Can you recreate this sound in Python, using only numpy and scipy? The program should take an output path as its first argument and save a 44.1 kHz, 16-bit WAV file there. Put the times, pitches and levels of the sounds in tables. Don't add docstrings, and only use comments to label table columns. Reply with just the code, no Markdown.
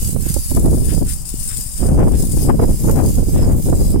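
import sys
import numpy as np
from scipy import signal
from scipy.fft import rfft, irfft
from scipy.io import wavfile
from scipy.ndimage import map_coordinates

SR = 44100
rng = np.random.default_rng(int(sys.argv[2]) if len(sys.argv) > 2 else 0)


def wav_record(signal):
    frames = np.transpose(np.atleast_2d(signal))
    bounded = np.clip(frames, -1, 1)
    quanta = np.round(bounded * 32767).astype(np.int16)
    wavfile.write(sys.argv[1], SR, quanta)


N = 176400
TIME = np.arange(N) / SR


def from_db(db):
    return 10 ** (np.asarray(db) / 20)


def unit_rms(x):
    return x / np.sqrt(np.mean(x ** 2) + 1e-20)


def automation(rows):
    times, *columns = np.transpose(rows)
    return np.array([np.interp(TIME, times, column) for column in columns])


def bell(offset, width):
    return .5 ** ((2 * offset / width) ** 2)


def swell(centre_s, length_s):
    return bell(TIME - centre_s, length_s)


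def drift(rate_hz):
    hop, settle = 40, 2000
    pole = np.exp(-2 * np.pi * rate_hz * hop / SR)
    white = rng.standard_normal(N // hop + settle + 2)
    slow = signal.lfilter([1], [1, -2 * pole, pole * pole], white)[settle:]
    return np.interp(np.arange(N) / hop, np.arange(len(slow)), unit_rms(slow))


def shaped_noise(spectrum, resonances=(), size=N, ripple_db=0, ripple_step_hz=55):
    hz = np.maximum(np.fft.rfftfreq(size, 1 / SR), 1)
    points_hz, levels_db = np.transpose(spectrum)
    eq_db = np.interp(np.log(hz), np.log(points_hz), levels_db)
    ripple = rng.standard_normal(2000)
    eq_db += ripple_db * np.interp(hz / ripple_step_hz, np.arange(len(ripple)), ripple)
    for centre_hz, width_hz, height_db in resonances:
        eq_db += height_db * bell(hz - centre_hz, width_hz)
    white = rfft(rng.standard_normal((2, size)))
    return unit_rms(irfft(white * from_db(eq_db) * (hz > 10), size))


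def ringing_noise(hz, width_hz):
    lowpass = signal.butter(2, width_hz / 2, fs=SR, output="sos")
    in_phase, quadrature = signal.sosfilt(lowpass, rng.standard_normal((2, 2, N)))
    phase = 2 * np.pi * hz * TIME
    return unit_rms(in_phase * np.cos(phase) + quadrature * np.sin(phase))


def mid_side(pair, correlation):
    mid = np.sqrt(1 + correlation) * pair[0]
    side = np.sqrt(1 - correlation) * pair[1]
    return np.array([mid + side, mid - side]) / np.sqrt(2)


def moving_colour(hiss):
    # time in seconds, centre in Hz, boost in dB.
    glide = [(0, 10000, 4), (.35, 10600, 4.5), (.65, 10200, 7), (.95, 9500, 7), (1.2, 8800, 8),
             (1.55, 8800, 8), (1.85, 9000, 8), (2.2, 9600, 7), (2.45, 10200, 6.5), (2.75, 10900, 5),
             (3.05, 10500, 2), (3.4, 10000, 2), (3.7, 10000, 3.5), (4, 9800, 3)]
    # time in seconds, boost in dB.
    low_band = [(0, -4.5), (.17, -3), (.27, -2.5), (.42, -0.5), (.55, -1.5), (.7, -6), (.95, 4), (1.3, 2),
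                (1.53, 0), (1.85, 2), (2.25, 0.5), (2.41, 0), (2.6, 1), (2.9, 0), (3.1, -2), (3.36, -1.5),
                (3.44, 11), (3.52, -7), (3.7, -2), (3.86, -0.5), (4, 7)]
    shimmer_db, shimmer_step_hz, shimmer_step_s = 3.8, 70, .08
    hz, times, frames = signal.stft(hiss, SR, nperseg=1024, noverlap=768)
    hz = hz[:, None]
    frame_samples = np.minimum((times * SR).astype(int), N - 1)
    centre_hz, peak_db = automation(glide)[:, frame_samples]
    dip_above = .31 * bell(hz - 1.3 * centre_hz, width=2600)
    left_db = peak_db * (bell(hz - centre_hz, width=2600) - dip_above)
    right_db = 4 * bell(hz - 8430, width=2100)
    low_db = automation(low_band)[0, frame_samples] * bell(hz - 5100, width=1000)
    grid = np.broadcast_arrays(hz / shimmer_step_hz, times / shimmer_step_s)
    shimmer = map_coordinates(rng.standard_normal((400, 80)), grid, order=3, mode="wrap")
    shared_db = low_db + shimmer_db * shimmer
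    gain = from_db([left_db + shared_db, right_db + shared_db])
    power = np.mean(np.abs(frames) ** 2, axis=-1, keepdims=True)
    gain /= np.sqrt(np.sum(power * gain ** 2, axis=1, keepdims=True))
    _, coloured = signal.istft(frames * gain, SR, nperseg=1024, noverlap=768)
    return unit_rms(coloured[:, :N])


def die_away(clicks, decay_s):
    return signal.lfilter([1], [1, -np.exp(-1 / (decay_s * SR))], clicks + 1e-18)


def spatter():
    # start in seconds, level in dB relative to the hiss.
    spits = [(.222, 2), (.288, 4), (.340, 9), (.548, 6), (.562, 3), (1.253, 7), (1.571, 7), (1.838, 2),
             (1.864, 4), (2.318, 5), (2.464, 2)]
    drops_per_s, drop_share, spread_db = 180, .27, 3
    drop_power = from_db(spread_db * np.minimum(rng.exponential(1, N), 4)) ** 2
    drops = die_away(drop_power * (rng.random(N) < drops_per_s / SR), decay_s=.0024)
    spit_power = np.zeros(N)
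    for start_s, db in spits:
        spit_power[int(start_s * SR)] = from_db(db) ** 2
    return 1 - drop_share + drop_share * drops / drops.mean() + die_away(spit_power, decay_s=.006)


def funnel_hiss():
    # time in seconds, relative level in dB, left minus right in dB.
    fader = [(0.0, -27, 1.5), (0.09, -26, 1.5), (0.17, -35, 1.5), (0.29, -28, 2), (0.52, -29, 4),
             (0.57, -34.5, 11), (0.62, -32.5, 2), (0.91, -32.5, 13.5), (0.99, -33.5, 12.5),
             (1.04, -35.5, 0), (1.1, -27.5, 9), (1.25, -40.5, 9), (1.27, -33.5, 10.5), (1.38, -33.5, 9.5),
             (1.43, -28.5, 8), (1.8, -31, 7.5), (1.87, -31, 10), (1.89, -36.5, 4.5), (2.02, -41.5, -3),
             (2.21, -30.5, 3), (2.44, -29.5, 10), (2.54, -39.5, -3.5), (2.62, -38.5, 8.5),
             (2.74, -30.5, 1.0), (2.93, -35, 11), (3.0, -34.5, 1.5), (3.1, -28.5, 1.5), (3.26, -38, 2),
             (3.29, -31.5, 1), (3.56, -39, -0.5), (3.65, -29, 2), (3.69, -34, -0.5), (3.83, -30.5, 6),
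             (3.9, -32.5, -1), (3.97, -44.5, 9), (4.0, -46, 22)]
    # frequency in Hz, relative level in dB.
    spectrum = [(500, -34), (1600, -22), (3200, -20), (4100, -15.5), (5000, -8), (6000, -9.5), (7200, -4.5),
                (8500, -3), (10000, -3.5), (11500, -4.5), (13000, -6.5), (15500, -8.5)]
    # centre in Hz, width in Hz, boost in dB.
    hose_modes = [(2910, 50, 6), (3470, 50, 6), (4750, 35, 9), (5005, 40, 8), (5150, 40, 5), (5275, 45, 7),
                  (5440, 40, 4), (6050, 80, 4.4), (6385, 35, 6), (6740, 70, 6), (6950, 45, 5),
                  (7107, 80, 6), (7260, 50, 4), (7490, 30, 4), (7730, 75, 6), (8050, 55, 4),
                  (8480, 45, 4.5), (8580, 55, 5), (9365, 60, 4.2), (9750, 75, 4), (10576, 45, 5),
                  (11200, 45, 5), (12080, 130, 4.6)]
    # centre in Hz, width in Hz, gain in dB.
    hose_notches = [(4160.0, 90.0, -7.0), (5620.0, 130, -5.0), (5990.0, 50.0, -4.3), (6220.0, 130, -11.0),
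                    (6610.0, 80.0, -6.0), (7430.0, 130, -5.4), (7970.0, 130, -4.6)]
    trim_db = 2
    level_db, pan_db = automation(fader)
    hose = shaped_noise(spectrum, [*hose_modes, *hose_notches], ripple_db=1.5)
    hose = mid_side(hose, correlation=.032)
    flutter_db = .7 * drift(rate_hz=40) + drift(rate_hz=12)
    gain = from_db(trim_db + level_db + flutter_db + np.array([[.5], [-.5]]) * pan_db)
    return moving_colour(hose) * np.sqrt(spatter()) * gain


def wind():
    # time in seconds, strength in dB.
    gusts_left = [(0, -18), (.06, -30), (.53, -29), (.57, 4), (.62, 0), (.68, 3), (.8, -8), (.87, -5),
                  (.91, -18), (.98, -19), (1.02, 3), (1.1, -29), (1.28, -37), (1.36, -29), (1.76, -33),
                  (1.84, -19), (1.9, 8), (2.03, 6), (2.16, 2), (2.25, -3), (2.295, -17), (2.33, -4),
                  (2.42, -10), (2.49, 8), (2.54, 3), (2.575, -7), (2.63, 2), (2.66, -7), (2.7, 4),
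                  (2.76, -11), (2.83, -10), (2.85, 2), (2.93, -1), (2.98, 8), (3.09, 0), (3.15, -17),
                  (3.18, -1), (3.27, -17), (3.32, -14), (3.36, 5), (3.47, 1), (3.52, 5), (3.6, 3),
                  (3.635, -18), (3.67, 3), (3.88, -4), (3.93, -15), (3.96, -3), (4, -10)]
    # time in seconds, strength in dB.
    gusts_right = [(0, -11), (.11, -14), (.16, -7), (.24, -13), (.38, -10), (.43, -27), (.48, -27),
                   (.51, -7), (.56, 0), (.62, -5), (.68, 4), (.8, -5), (.93, 1), (1.0, -4), (1.09, -19),
                   (1.22, -34), (1.41, -28), (1.52, -31), (1.59, -24), (1.65, -36), (1.77, -35), (1.81, 3),
                   (1.9, 0), (2.07, 3), (2.14, -15), (2.35, -8), (2.48, 0), (2.56, -7), (2.63, 5),
                   (2.72, -3), (2.81, -28), (2.845, -1), (2.9, 3), (2.96, -4), (3.1, -2), (3.17, -11),
                   (3.21, -3), (3.3, -6), (3.5, 4), (3.61, -12), (3.7, -1), (3.82, -1), (3.87, -8),
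                   (3.9, -3), (4, -3)]
    # centre and length in seconds, left and right boost in dB.
    buffets = [(.021, .012, 0, 9), (.092, .016, 0, 11), (.16, .022, 0, 8), (.198, .012, 0, 6),
               (.227, .008, 0, 10), (.27, .018, 0, 7), (.305, .012, 0, 7), (.367, .014, 2, 11),
               (.516, .008, 4, 9), (.57, .022, 5, 4), (.655, .025, 5, 7), (.731, .012, 11, 7),
               (.781, .012, 12, 0), (.975, .012, 2, 8), (1.026, .015, 7, 0), (1.588, .015, 5, 11),
               (1.832, .012, 0, 9), (1.861, .012, 2, 7), (1.922, .012, 6, 0), (1.987, .014, 8, 3),
               (2.005, .014, 8, 8), (2.033, .016, 11, 0), (2.076, .016, 5, 7), (2.205, .014, 0, 11),
               (2.377, .012, 11, 2), (2.497, .028, 8, 0), (2.548, .012, 8, 0), (2.599, .01, 4, 13),
               (2.634, .02, 6, 10), (2.709, .01, 9, 0), (2.841, .012, 8, 8), (2.893, .024, 3, 9),
               (2.973, .018, 5, 0), (3.006, .035, 7, 3), (3.052, .012, 2, 8), (3.183, .012, 7, 0),
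               (3.205, .012, 3, 9), (3.365, .025, 4, 0), (3.487, .012, 0, 6), (3.729, .012, 0, 7),
               (3.944, .006, 0, 10), (3.961, .01, 5, 8)]
    # frequency in Hz, relative level in dB.
    spectrum = [(10, -4.5), (25, 0), (60, -2.5), (130, -7), (250, -13), (500, -25.5), (900, -46),
                (1600, -57.5), (3200, -107), (8000, -115)]
    trim_db, knee_db, growth, port_limit = -9.5, 10, .52, .8
    speed_follow, buffet_rush = .32, .2
    calm_db = -21
    turbulence = shaped_noise(spectrum, size=2 * N)
    out = np.zeros((2, N))
    for side, gusts in enumerate((gusts_left, gusts_right)):
        buffet_db = sum(dbs[side] * swell(centre_s, length_s) for centre_s, length_s, *dbs in buffets)
        eddy_db = 1.8 * drift(rate_hz=14) + 7.5 * np.tanh(drift(rate_hz=70))
        strength_db = automation(gusts)[0] + buffet_db + eddy_db
        jitter_db = 1.2 * np.tanh(drift(rate_hz=300))
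        speed_db = speed_follow * np.maximum(strength_db, calm_db) + buffet_rush * buffet_db + jitter_db
        travel = np.cumsum(from_db(speed_db))
        pressure = map_coordinates(turbulence[side], [travel], order=3, mode="wrap")
        gain = from_db(trim_db) / (from_db(-knee_db) + from_db(-strength_db)) ** growth
        out[side] = port_limit * np.tanh(gain * pressure / port_limit)
    return out


def distant_air():
    # frequency in Hz, relative level in dB.
    spectrum = [(30, 23.5), (200, 2), (500, 8), (1000, 6), (1700, -4.5), (3000, -0.5), (6000, -40),
                (16000, -22)]
    return from_db(-48) * shaped_noise(spectrum)


def slurps():
    # centre in seconds, length in seconds, level on the left in dB.
    swells = [(0.277, 0.088, -43.5), (0.913, 0.052, -39), (1.1, 0.052, -40.5), (1.516, 0.048, -40),
              (1.804, 0.077, -49), (2.15, 0.045, -43.5), (2.39, 0.029, -48), (3.385, 0.091, -44)]
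    # frequency in Hz, relative level in dB.
    spectrum = [(400, -44), (1000, 22), (1650, 32), (2200, 26.5), (2800, 28), (4000, 25), (7000, -118)]
    envelope = sum(from_db(db) * swell(centre_s, length_s) for centre_s, length_s, db in swells)
    rough_noise = shaped_noise(spectrum) * from_db(.73 * drift(rate_hz=92))
    return envelope * rough_noise * from_db([[0], [-2]])


def knocks():
    # centre and length in seconds, pitch in Hz, left and right level in dB.
    hits = [(.370, .007, 650, -45, -21), (.516, .007, 520, -33, -25), (2.502, .008, 950, -17, -40),
            (2.598, .009, 850, -33, -21), (2.636, .018, 520, -20, -13)]
    out = np.zeros((2, N))
    for centre_s, length_s, hz, *dbs in hits:
        envelope = swell(centre_s, length_s)
        ring = envelope * ringing_noise(hz, width_hz=220)
        makeup_gain = np.sqrt(np.sum(envelope ** 2) / np.sum(ring ** 2, axis=1, keepdims=True))
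        out += from_db(dbs)[:, None] * ring * makeup_gain
    return out


def whistles():
    # centre and length in seconds, pitch in Hz, level in dB.
    tones = [(.41, .09, 4750, -46), (3.44, .05, 5020, -48), (3.86, .04, 5050, -45)]
    return sum(from_db(db) * swell(centre_s, length_s) * ringing_noise(hz, width_hz=120)
               for centre_s, length_s, hz, db in tones)


def thump():
    # centre in seconds, peak amplitude.
    pulses = [(1.342, 0.25)]
    centre_to_peak_s = .00088
    out = np.zeros((2, N))
    for centre_s, peak in pulses:
        offset = (TIME - centre_s) / centre_to_peak_s
        out[0] -= peak * offset * np.exp((1 - offset ** 2) / 2)
    return out


def tearing():
    # centre and length in seconds, left and right level in dB.
    tears = [(1.875, .09, -32, -34), (2.01, .055, -23, -30), (2.5, .03, -20.5, -37), (2.622, .04, -31, -28),
             (2.893, .03, -33, -25), (2.99, .055, -23, -34), (3.44, .04, -31, -34), (3.51, .06, -34, -31)]
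    # frequency in Hz, relative level in dB.
    spectrum = [(200, -25), (450, 0), (800, -3), (1300, -13), (2000, -21), (3000, -32), (5000, -60)]
    envelope = sum(from_db(dbs)[:, None] * swell(centre_s, length_s)
                   for centre_s, length_s, *dbs in tears)
    rasp = shaped_noise(spectrum) * from_db(4 * np.tanh(drift(rate_hz=200)))
    return envelope * unit_rms(rasp)


def scene():
    funnel = funnel_hiss() + slurps() + whistles()
    wind_on_ports = wind() + tearing() + knocks() + thump()
    return funnel + wind_on_ports + distant_air()


def record(dry):
    cutoff_hz = 15800
    return signal.sosfilt(signal.ellip(12, .1, 80, cutoff_hz, fs=SR, output="sos"), dry)


dry = scene()
out = record(dry)
wav_record(out)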